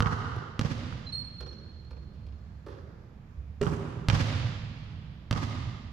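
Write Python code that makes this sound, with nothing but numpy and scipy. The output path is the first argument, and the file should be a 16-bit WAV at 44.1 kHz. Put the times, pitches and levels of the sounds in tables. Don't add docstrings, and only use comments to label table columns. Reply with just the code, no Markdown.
import sys
import numpy as np
from scipy import signal
from scipy.fft import rfft, irfft, next_fast_len
from scipy.io import wavfile
from scipy.ndimage import uniform_filter1d

SR = 44100
rng = np.random.default_rng(int(sys.argv[2]) if len(sys.argv) > 2 else 0)


def gain_from_db(level_db):
    decades = np.asarray(level_db, float) / 20
    return 10 ** decades


def waveform_to_disk(signal):
    frames = np.transpose(np.atleast_2d(signal))
    scaled = np.clip(frames, -1, 1) * 32767
    samples = np.round(scaled).astype(np.int16)
    wavfile.write(sys.argv[1], SR, samples)


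N = 261072


def at_hz(points, hz, axis=1):
    points = np.array(points)
    return np.interp(np.log(np.maximum(hz, 1)), np.log(points[:, 0]), points[:, axis])


def add(track, s, sound):
    i = int(round(s * SR))
    track[i:i + len(sound)] += sound[:max(N - i, 0)]


def band(x, low_hz, high_hz):
    return signal.sosfilt(signal.butter(2, [low_hz, high_hz], "band", fs=SR, output="sos"), x)


def filtered(x, response):
    size = next_fast_len(N + 4096)
    hz = np.arange(size // 2 + 1) * SR / size
    return irfft(rfft(x, size) * response(hz), size)[:, :N]


def struck(modes, spread_db, size=8192):
    t = np.arange(size) / SR
    ringing = np.zeros(size)
    for hz, db, t60 in modes:
        level_db = db + spread_db * rng.standard_normal()
        ringing += gain_from_db(level_db - 60 * t / t60) * np.sin(2 * np.pi * hz * t)
    return ringing


def noise_bands(size):
    # f/Hz, likeness [0 to 1]
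    likeness = [(60, 0.99), (200, 1), (500, 0.5), (1000, 0.061), (4000, 0.019), (12000, 0.05)]
    edges = 20 * 2 ** np.arange(0, 9.9, .5)
    white = rng.standard_normal((2, 2, size + 8192))
    for k, (low, high) in enumerate(zip(edges, edges[1:])):
        mid, side = band(white[k % 2], low, high)[:, 8192:]
        hz = np.sqrt(low * high)
        alike = np.clip(at_hz(likeness, hz), 0, 1)
        yield hz, (np.sqrt(1 + alike) * mid + np.sqrt(1 - alike) * side * [[1], [-1]]) / np.sqrt(2)


def rumble():
    # f/Hz, level/dB per Hz
    spectrum = [(25, -1), (40, -24), (62, -1), (82, -3), (120, -2), (200, -9), (310, -22.5), (500, -26.5),
                (1000, -27.5), (2000, -33), (4000, -41), (6300, -45.5), (9000, -59.5), (15000, -56.5)]
    # t/s, level/dB
    traffic = [(0.0, -32), (0.45, -48), (0.82, -37.5), (1.75, -44.5), (2.14, -42.5), (3.3, -45),
               (4.5, -37.5), (5.47, -41), (5.92, -38)]
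    traffic_db = np.interp(np.arange(N) / SR, *np.transpose(traffic))
    swell_db = traffic_db - np.mean(traffic_db)
    out = 0
    for hz, noise in noise_bands(N):
        flicker_db = 1.2 * np.interp(np.arange(N), np.linspace(0, N, 40), rng.standard_normal(40))
        share = 1 / (1 + (hz / 260.0) ** 2)
        out = out + noise * gain_from_db(at_hz(spectrum, hz) + share * swell_db + flicker_db)
    return gain_from_db(-47) * out / np.std(out)


def lamp_whine():
    return gain_from_db(-103) * np.sin(2 * np.pi * 12930 * np.arange(N) / SR)


def hall(send):
    # f/Hz, level/dB, extra slope/dB per s, build-up/s
    colour = [(40, -13, 1.5, 0.022), (106.8, -1.5, 3.7, 0.025), (306, -1.5, -12.5, 0.054),
              (1080, -2.5, -3.5, 0.011), (3700, -5, 0, 0.087), (6100, -6, -14, 0.048),
              (10100, -3, -43, 0.2), (15500, -8, -59, .03)]
    t = np.arange(int(2.5 * SR)) / SR
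    shape_db = -33.5 - 21.5 * t
    shape_db += 7 * np.exp(-t / 0.03)
    shape_db += 3 / (1 + np.exp((t - 0.49) / 0.032))
    shape_db -= 6.0 * np.exp(-((t - 0.046) / 0.01) ** 2)
    bunches = np.interp(t, np.linspace(0, t[-1], 300), rng.standard_normal(300))
    shape_db += 5.7 * bunches * np.exp(-t / 0.15)
    shape_db += 20 * np.log10(np.clip(t / .003, 1e-3, 1))
    tail = 0
    for hz, noise in noise_bands(len(t)):
        level_db, slope_db, build_s = (at_hz(colour, hz, axis=k) for k in (1, 2, 3))
        build_up = 1 - np.exp(-t / max(build_s, 1e-4))
        tail = tail + noise * gain_from_db(shape_db + level_db + slope_db * t) * build_up
    return signal.fftconvolve(send[None], tail)[:, :N]


def returns(distance_m):
    # across/m, further back/m, slap level/dB, boom level/dB, sustained level/dB
    images = [
        (13.82, 0, 1.5, 1, 4.5),
        (28, 0, -6, 7.5, 8),
        (0, 22.5, -17, -2, 0),
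        (0, 41, -7, 7.5, 5.5),
        (0, 86.5, -10, 4, 0),
        (0, 114, -34, 7, 4.5),
    ]
    for across_m, back_m, *part_db in images:
        path_m = np.hypot(distance_m + back_m, across_m)
        delay_s = (path_m - distance_m) / 343
        yield delay_s, np.array(part_db) + 20 * np.log10(distance_m / path_m)


def step(scuff_db, low_hz, high_hz, thud_db, t60):
    t = np.arange(8192) / SR
    gain = gain_from_db(scuff_db + 7.0) * np.sqrt(SR / 2 / (high_hz - low_hz))
    grit = rng.standard_normal(8192) * gain_from_db(-60 * t / t60) * (1 - np.exp(-t / 0.0013))
    thud = gain_from_db(thud_db) * np.sin(2 * np.pi * 69.3 * t) * gain_from_db(-60 * t / 0.21) * (1 - np.exp(-t / 0.013))
    knock = (t == 0) * np.sqrt(np.sum(grit ** 2))
    scuff = band(band(grit, low_hz, high_hz), low_hz, high_hz)
    return gain * scuff + thud, gain * band(knock, low_hz, high_hz) + thud


def sole(scuff_db, bright_db, thud_db, t60):
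    # low f/Hz, high f/Hz, share of the brightness, level/dB
    sole_parts = [
        (297, 577, 0.029, -1),
        (676, 1720, 0.12, -3),
        (1880, 5770, 0.94, -0.5),
        (6500, 12000, 0.8, -13),
    ]
    part_thud_db = thud_db - 20 * np.log10(len(sole_parts))
    parts = []
    for low_hz, high_hz, share, part_db in sole_parts:
        part_scuff_db = scuff_db + share * bright_db + part_db
        parts.append(step(part_scuff_db, low_hz, high_hz, part_thud_db, t60 / 1.52 ** share))
    return np.sum(parts, axis=0)


def squeak():
    # t/s, hold/s, f/Hz, level/dB, overtone level/dB
    slips = [
        (1.058, 0.01, 4147, -38, -33.5),
        (1.117, 0.035, 4346, -32.5, 7.5),
        (1.466, .006, 5630, -62, -27),
    ]
    # multiple of the pitch, level/dB
    orders = [
        (2, -21.5),
        (3, -40),
    ]
    attack_s, release_db_per_s, sag_hz_per_s, overtone_fade_db_per_s = .012, 1803, 2500, 298
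    firm_slip_db, light_chatter = -33, .4
    wobble = uniform_filter1d(rng.standard_normal(N), size=150) * 0.018
    t = np.arange(4096) / SR
    out = np.zeros(N)
    for s, hold_s, hz, db, over_db in slips:
        chatter = wobble[int(s * SR):][:4096] * gain_from_db(light_chatter * (firm_slip_db - db))
        phase = 2 * np.pi * np.cumsum((hz - sag_hz_per_s * t) * (1 + chatter)) / SR
        release_db = release_db_per_s * np.maximum(t - attack_s - hold_s, 0)
        level = np.minimum(t / attack_s, 1) ** 2 * gain_from_db(db - release_db) * np.sqrt(2)
        overtones = sum(gain_from_db(order_db) * np.sin(k * phase) for k, order_db in orders)
        add(out, s, level * (np.sin(phase) + gain_from_db(over_db - overtone_fade_db_per_s * t) * overtones))
    return out


def net():
    t = np.arange(16384) / SR
    unevenness = uniform_filter1d(rng.standard_normal(len(t)), size=100) * 10
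    clatter = rng.standard_normal(len(t)) * gain_from_db(6.8 * unevenness)
    return gain_from_db(-44.0 - 60 * t / 0.77) * band(clatter, 1200, 8000)


def rim(db):
    # f/Hz, level/dB, t60/s
    hoop_modes = [(169.7, -7.5, 0.16), (246, -12.5, 0.073), (410, -0.5, 0.12), (553, -14, 0.038),
                  (1130, -4, 0.011), (1364, -24.5, 0.11), (1810, -3, 0.0057), (2800, -24, 0.037)]
    # low f/Hz, high f/Hz, level/dB
    crash_bands = [
        (57.6, 424, 42),
        (322, 1340, 33.5),
        (1710, 2560, 18.5),
        (4000, 11300, 21),
        (9900, 20600, 17.5),
    ]
    t = np.arange(600) / SR
    rattle = rng.standard_normal(600) * (t / 0.0031) * np.exp(1 - t / 0.0028)
    ring = struck(hoop_modes, spread_db=3.0)
    contact = band(np.pad(rattle, (0, 7592)), 630, 3200)
    near = np.convolve(ring, rattle * gain_from_db(-14.0))[:8192] + gain_from_db(-1.0) * contact
    click = np.arange(8192) == 0
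    crash = sum(gain_from_db(part_db) * band(click, low_hz, high_hz) for low_hz, high_hz, part_db in crash_bands)
    return gain_from_db(db) * near, gain_from_db(db) * (crash + gain_from_db(-4.5) * ring)


def echo(slap_db, thump_db, ring_db, bright_hz):
    t = np.arange(8192) / SR
    scatter = rng.standard_normal(400) * gain_from_db(-23.0 - 60 * t[:400] / 0.027)
    scatter[20] = 1
    direct, _ = bounce(slap_db, -99, ring_db, bright_hz)
    slap = np.convolve(direct, scatter)[20:8212]
    boom = np.sin(2 * np.pi * 142.0 * (t - .0032)) * (t / 0.0068) * np.exp(1 - t / 0.0047)
    return slap + gain_from_db(thump_db) * boom


def bounce(slap_db, thump_db, ring_db, bright_hz):
    # f/Hz, level/dB, t60/s
    air_modes = [(479, -10, 0.032), (1266, -9, 0.036), (1433, -5, 0.0088), (1886, -9.5, 0.0065),
                 (2160, -18.5, 0.021), (3070, -16.5, 0.005), (4300, -36, 0.0073), (5790, -28.5, 0.025)]
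    # f/Hz, level/dB, t60/s
    board_modes = [(112, 0, .042), (235, -8, .04), (500, -17, .03)]
    t = np.arange(8192) / SR
    click = (t == 0) * -SR / bright_hz / 3
    shock = click + .2 * np.roll(click, 30) - .3 * np.roll(click, 120)
    shock -= 0.039 * click[0] * rng.standard_normal(8192) * gain_from_db(-60 * t / 0.048)
    boards = np.roll(struck(board_modes, spread_db=3.0), 62)
    boards[:62] = -.5 * np.sin(np.pi * np.arange(62) / 62)
    body = gain_from_db(thump_db) * boards
    air = gain_from_db(ring_db) * band(struck(air_modes, spread_db=8.5), 390, 1.25 * bright_hz)
    near = gain_from_db(slap_db) * band(shock, 230, 0.76 * bright_hz) + body - air
    all_round = gain_from_db(slap_db) * band(click, 630, bright_hz) + gain_from_db(-4.0) * body - gain_from_db(2.0) * air
    return near, all_round


def scene():
    # t/s, slap level/dB, thump level/dB, inner air ring level/dB, distance/m
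    bounces = [
        (.0046, -5.5, -16, -18, 11.26),
        (0.5935, -6, -16.5, -33.5, 11.5),
        (4.0857, -1.5, -17.5, -41.5, 16.9),
        (5.311, -6, -22.5, -31, 14),
    ]
    # t/s, level/dB, hall send level/dB
    rim_hits = [
        (3.612, -27.5, 2),
        (3.627, -31, -51.5),
    ]
    # t/s after the hit, level/dB
    rim_booms = [
        (0.055, -16),
        (.105, -24),
    ]
    # t/s, scuff level/dB, brightness/dB, thud level/dB, scuff t60/s
    steps = [(.359, -45, -8, -41, 0.064), (.925, -55, 0, -47, 0.064), (1.404, -47, -0.5, -32, 0.079),
             (1.848, -80, 15, -57, 0.04), (1.908, -52.5, -5.5, -30.5, 0.064), (2.131, -85, 10, -37, 0.56),
             (2.211, -74, 1, -30, .05), (2.265, -69, 10, -42, 0.061), (2.513, -68, -24, -38, 0.024),
             (2.662, -48, -13.5, -40, 0.17), (2.682, -64.5, -2.5, -38, 0.78), (3.373, -68, -21, -26.5, .02),
             (4.837, -78, 2, -37, 0.2), (4.929, -54.5, -8, -37, .025)]
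    # f/Hz, level/dB
    mic_response = [(22, -4), (50, 3.5), (6000, -5.5), (8000, -8.5), (12000, -14.5), (15000, -24.5),
                    (15600, -37)]
    player_m, hall_radius_m = 10, 10.25
    slip, shoes, echoes = squeak(), np.zeros(N), np.zeros(N)
    near, send = slip.copy(), slip * gain_from_db(-3.5)

    blows = [(s, rim(db), send_db) for s, db, send_db in rim_hits]
    for s, slap_db, thump_db, ring_db, distance_m in bounces:
        send_db = 20 * np.log10(distance_m / hall_radius_m)
        blows.append((s, bounce(slap_db, thump_db, ring_db, 5200), send_db))
        for later_s, (sharp_db, boom_db, held_db) in returns(distance_m):
            returned = echo(slap_db + sharp_db, thump_db + boom_db, ring_db + held_db, 4540)
            add(echoes, s + later_s, returned)
    for s, (direct, all_round), send_db in blows:
        add(near, s, direct)
        add(send, s, all_round * gain_from_db(send_db))

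    for s, *touch in steps:
        direct, all_round = sole(*touch)
        add(shoes, s, direct)
        add(send, s, all_round * gain_from_db(-1.5))
    for later_s, (_, _, held_db) in returns(player_m):
        add(echoes, later_s, gain_from_db(held_db) * (slip + gain_from_db(-0.5) * band(shoes, 250, 5000)))

    rim_s = rim_hits[0][0]
    add(echoes, rim_s, net())
    for later_s, db in rim_booms:
        add(echoes, rim_s + later_s, echo(db - 24, db, db - 12, 3000))
    echoes = np.array([gain_from_db(-8) * np.roll(echoes, int(0.00036 * SR)), echoes])
    sound = near + shoes + echoes + hall(send) + rumble()
    return filtered(sound, lambda hz: gain_from_db(at_hz(mic_response, hz))) + lamp_whine()


def ports(hz):
    # f/Hz, left minus right level/dB
    balance = [(30, -5.5), (150, -5.5), (2000, -3), (5000, -5.5), (8000, -6.5), (12000, 31.5)]
    # f/Hz, lag/s
    left_lag = [(100, -.0002), (350, -.00005), (1000, .00001)]
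    half_db = at_hz(balance, hz) / 2
    half_lag = np.exp(-1j * np.pi * hz * at_hz(left_lag, hz))
    return np.array([gain_from_db(half_db) * half_lag, gain_from_db(-half_db) / half_lag])


def low_pass(x):
    return signal.sosfilt(signal.butter(12, 16470, fs=SR, output="sos"), x)


def record(dry):
    mix = filtered(dry, ports)
    return low_pass(mix)


dry = scene()
out = record(dry)
waveform_to_disk(out)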